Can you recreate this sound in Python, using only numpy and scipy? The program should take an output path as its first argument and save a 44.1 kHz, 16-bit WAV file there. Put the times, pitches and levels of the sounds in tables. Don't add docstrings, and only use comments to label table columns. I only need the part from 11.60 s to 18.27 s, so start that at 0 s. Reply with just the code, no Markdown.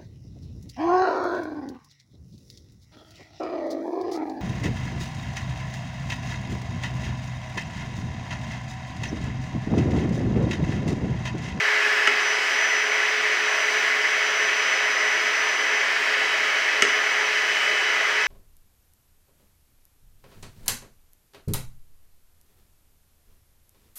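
import sys
import numpy as np
from scipy import signal
from scipy.fft import rfft, irfft
from scipy.io import wavfile

SR = 44100
rng = np.random.default_rng(int(sys.argv[2]) if len(sys.argv) > 2 else 0)


def materialize(psi):
    bounded = np.clip(np.atleast_2d(psi).T, -1, 1)
    quanta = np.round(bounded * 32767).astype(np.int16)
    wavfile.write(sys.argv[1], SR, quanta)


N = 294147
TIME_S = np.arange(N) / SR
BIN_HZ = np.maximum(np.arange(N // 2 + 1) * SR / N, 1)


def from_db(db):
    return 10 ** (np.asarray(db) / 20)


def curve(points):
    return np.interp(TIME_S, *np.transpose(points))


def swell(middle_s, length_s):
    return np.cos(np.pi / 2 * np.clip((TIME_S - middle_s) / length_s, -1, 1)) ** 2


def noise(bin_gain):
    shaped = irfft(rfft(rng.standard_normal(N)) * bin_gain, N)
    return shaped / np.sqrt(np.mean(shaped ** 2) + 1e-20)


def drift(rate_hz):
    return noise(1 / (1 + (BIN_HZ / rate_hz) ** 2))


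def lowpass(x, cutoff_hz):
    pole = np.exp(-2 * np.pi * cutoff_hz / SR)
    return signal.lfilter([1 - pole], [1, -pole], x + 1e-18)


def standing_waves(depth_db, spacing_hz):
    knots_hz = np.arange(0, SR / 2, spacing_hz)
    heights = rng.standard_normal(SR // 2)[:len(knots_hz)]
    return depth_db * np.interp(BIN_HZ, knots_hz, heights) * BIN_HZ / (BIN_HZ + 500)


def air_roar(level_db, flutter_db, wander_db, hiss_hz):
    # middle_s, length_s, hiss_change_db
    sweeps = [(.33, .4, 2.5), (.87, 0.12, 2.2), (2.15, .3, 2), (2.45, 0.26, 0), (3.31, 0.5, -1),
              (4.05, .3, -.8), (4.55, 0.4, 1), (5.967, 0.3, 2)]
    # frequency_hz, relative_density_db
    spectrum = [(40, -64), (90, -50), (150, -39), (260, -22.5), (480, -23.5), (1000, -4.5), (1400, -4.0),
                (1900, 0.0), (3100, -2.5), (3650, -12.5), (5300, -11), (7500, -23), (10800, -36.5),
                (15600, -40)]
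    # centre_hz, width_hz, lift_db
    resonances = [(202.6, 21, 13), (270, 10, 9), (306, 19, 7), (351, 23, 8), (416, 98.4, 18),
                  (541.4, 84, 13), (657.5, 53, 11.5), (767, 40, 7.5), (849, 10.3, 8.5), (943, 15, 5),
                  (1099, 3.8, 9), (1246, 13, 9.5), (1279, 8, 6.5), (1370, 28, 4), (1474, 40, 7.5),
                  (1715, 360, 7.5), (1941, 25.5, 8.5), (2010, 69, 6), (2202, 178, 6), (2270, 29, 4.5),
                  (2410, 100, -1.5), (2477, 82, 3), (2574, 17, 7.5), (3560, 26, -3), (3887, 85, 5.5),
                  (4840, 58, 5), (13406, 1041, 3)]
    hiss_db = sum(db * swell(middle_s, length_s) for middle_s, length_s, db in sweeps)
    points_hz, points_db = np.transpose(spectrum)
    colour_db = np.interp(np.log(BIN_HZ), np.log(points_hz), points_db)
    colour_db += sum(db / (1 + (2 * (BIN_HZ - hz) / width_hz) ** 2) for hz, width_hz, db in resonances)
    colour_db += standing_waves(depth_db=2.14, spacing_hz=15)
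    rush = rfft(noise(from_db(colour_db)))
    octave = np.clip(np.log2(BIN_HZ / 250), 0, 6)
    out = np.zeros(N)
    for k in range(7):
        band = irfft(rush * np.maximum(1 - abs(octave - k), 0), N)
        centre_hz = 250 * 2 ** k
        hiss_share = centre_hz ** 2 / (centre_hz ** 2 + hiss_hz ** 2)
        out += band * from_db(hiss_share * hiss_db + flutter_db * drift(25) + wander_db * drift(3.2))
    return from_db(level_db) * out


def motor(speed_jitter, waver_db, wander_db, whine_gain_db, whine_waver_db):
    # time_s, turns_per_s
    speeds = [(0.0, 423.7), (1.2, 424.5), (1.5, 426.2), (1.95, 423.7), (2.25, 425.4), (2.7, 424.1),
              (3.15, 426.4), (3.3, 425.5), (4.8, 426.6), (4.95, 427.9), (5.55, 425.1), (6.0, 427.4),
              (6.67, 424.9)]
    orders = {"hum": 1, "blades": 7, "slots": 12, "whine": 14, "commutator": 24}
    # time_s, relative_level_db
    whine = [(0.0, -43.3), (0.5, -53), (0.7, -33.6), (0.8, -47), (1.1, -34), (1.6, -43), (2.2, -38),
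             (2.3, -45), (2.7, -38), (4.2, -39.5), (4.4, -55), (4.9, -43.5), (5.2, -45.5), (5.3, -40),
             (6.2, -45), (6.67, -41.5)]
    # tone, level_at_mean_speed_db, slope_db_per_hz of rotor speed
    tones = [("hum", -42, -1.1), ("blades", -41.5, 1.6), ("slots", -55, -1.0), ("commutator", -70.3, 1.5)]
    # tone, middle_s, length_s, lift_db
    swells = [("hum", .05, 0.38, 3.8), ("hum", 1.52, .6, 3.5), ("slots", 0.78, 0.88, 8.5),
              ("slots", 3.4, 1.1, 9.1), ("blades", 6.06, 0.87, 4.6)]
    speed_hz = curve(speeds)
    angle_rad = 2 * np.pi * np.cumsum(speed_hz * (1 + speed_jitter * drift(7.5))) / SR
    levels_db = {"whine": curve(whine) + whine_gain_db + whine_waver_db * drift(11)}
    for tone, base_db, slope_db_per_hz in tones:
        speed_db = slope_db_per_hz * (speed_hz - speed_hz.mean())
        swell_db = sum(db * swell(s, length_s) for name, s, length_s, db in swells if name == tone)
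        random_db = wander_db * drift(2.6) + waver_db * drift(14)
        levels_db[tone] = base_db + speed_db + swell_db + random_db
    return sum(np.sqrt(2) * from_db(db) * np.sin(orders[tone] * angle_rad)
               for tone, db in levels_db.items())


def hose_notes(fade_s):
    # start_s, end_s, pitch_hz, width_hz, level_db
    notes = [(-.05, .56, 1680, 230, -30), (1.45, 6.8, 620, 10, -46.5), (2.98, 3.6, 635, 15, -44)]
    out = np.zeros(N)
    for start_s, end_s, pitch_hz, width_hz, level_db in notes:
        envelope = np.clip(np.minimum(TIME_S - start_s, end_s - TIME_S) / fade_s, 0, 1)
        detune = (BIN_HZ - pitch_hz ** 2 / BIN_HZ) / width_hz
        out += from_db(level_db) * envelope * noise(1 / (1 + detune ** 2))
    return out


def ring(force, modes):
    out = np.zeros(N)
    for k, (pitch_hz, gain_db, t60_s) in enumerate(modes):
        radius = np.exp(-np.log(1000) / (t60_s * SR))
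        feedback = [1, -2 * radius * np.cos(2 * np.pi * pitch_hz / SR), radius ** 2]
        out += (-1) ** k * from_db(gain_db) * signal.lfilter([.5, 0, -.5], feedback, force + 1e-18)
    return out


def knocks(nozzle_db, cabinet_db, scuff_gain, scuff_decay_s):
    # start_s, strength_db, brightness_hz, thud_db
    blows = [(.4735, 3, 2700, -7), (.4766, -2, 3000, -13), (5.2222, 2.5, 8500, 0), (5.2503, -6, 2400, -16)]
    # pitch_hz, gain_db, t60_s
    nozzle_modes = [(1324, -18, 0.021), (1720, -12, 0.012), (1930, -12.5, 0.017), (2190, -12.5, 0.019),
                    (2640, -14.5, 0.016), (2920, -14, 0.019), (3350, -18, 0.01), (4880, -15, 0.0065),
                    (5150, -14, 0.0091), (6340, -9.5, 0.0049), (7360, -16, 0.0046), (7970, -15, 0.0048),
                    (8670, -18, 0.0036), (10500, -22, .004)]
    # pitch_hz, gain_db, t60_s
    panel_modes = [(185, -39, 0.11), (257, -34, 0.12), (314, -35.5, 0.12), (405.4, -28, 0.2),
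                   (454, -27.5, 0.097), (664, -24, 0.032)]
    # pitch_hz, gain_db, t60_s
    deep_thump_modes = [(60, -43, 0.035)]
    on_nozzle, on_panel = np.zeros(N), np.zeros(N)
    for start_s, strength_db, brightness_hz, thud_db in blows:
        age_s = (np.arange(N) - round(start_s * SR)) / SR
        contact = 1. * (age_s == 0)
        scuff_envelope = (age_s > 0) * np.exp(-np.minimum(abs(age_s) / scuff_decay_s, 40))
        force = contact + scuff_gain * scuff_envelope * rng.standard_normal(N)
        on_nozzle += from_db(strength_db) * lowpass(lowpass(force, brightness_hz), brightness_hz)
        on_panel += from_db(thud_db) * contact
    thud = ring(on_panel ** 2, deep_thump_modes) - ring(on_panel, panel_modes)
    return from_db(nozzle_db) * ring(on_nozzle, nozzle_modes) + from_db(cabinet_db) * thud


def room(x, wet_db, damping_hz, t60_s):
    age_s = TIME_S[:SR // 2]
    envelope = np.exp(-np.log(1000) * age_s / t60_s) * (age_s > .003)
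    tail = lowpass(rng.standard_normal(len(age_s)), damping_hz) * envelope
    tail = signal.sosfilt(signal.butter(2, 170, "high", fs=SR, output="sos"), tail)
    tail /= np.sqrt(np.sum(tail ** 2))
    return x + from_db(wet_db) * signal.fftconvolve(x, tail)[:N]


def scene():
    roar = air_roar(level_db=-22, flutter_db=0.32, wander_db=0.38, hiss_hz=6340)
    tones = motor(speed_jitter=0.00019, waver_db=2.0, wander_db=1.03,
                  whine_gain_db=0.3, whine_waver_db=1.36)
    hose = hose_notes(fade_s=.1)
    bumps = knocks(nozzle_db=3.5, cabinet_db=2.0, scuff_gain=0.029, scuff_decay_s=0.0042)
    return (roar + tones + hose + room(bumps, wet_db=-8, damping_hz=4500, t60_s=.3))[None]


def record(dry):
    ceiling, cutoff_hz = .68, 15750
    rounded = dry / (1 + (dry / ceiling) ** 8) ** (1 / 8)
    return signal.sosfilt(signal.ellip(12, .1, 80, cutoff_hz, fs=SR, output="sos"), rounded)


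dry = scene()
out = record(dry)
materialize(out)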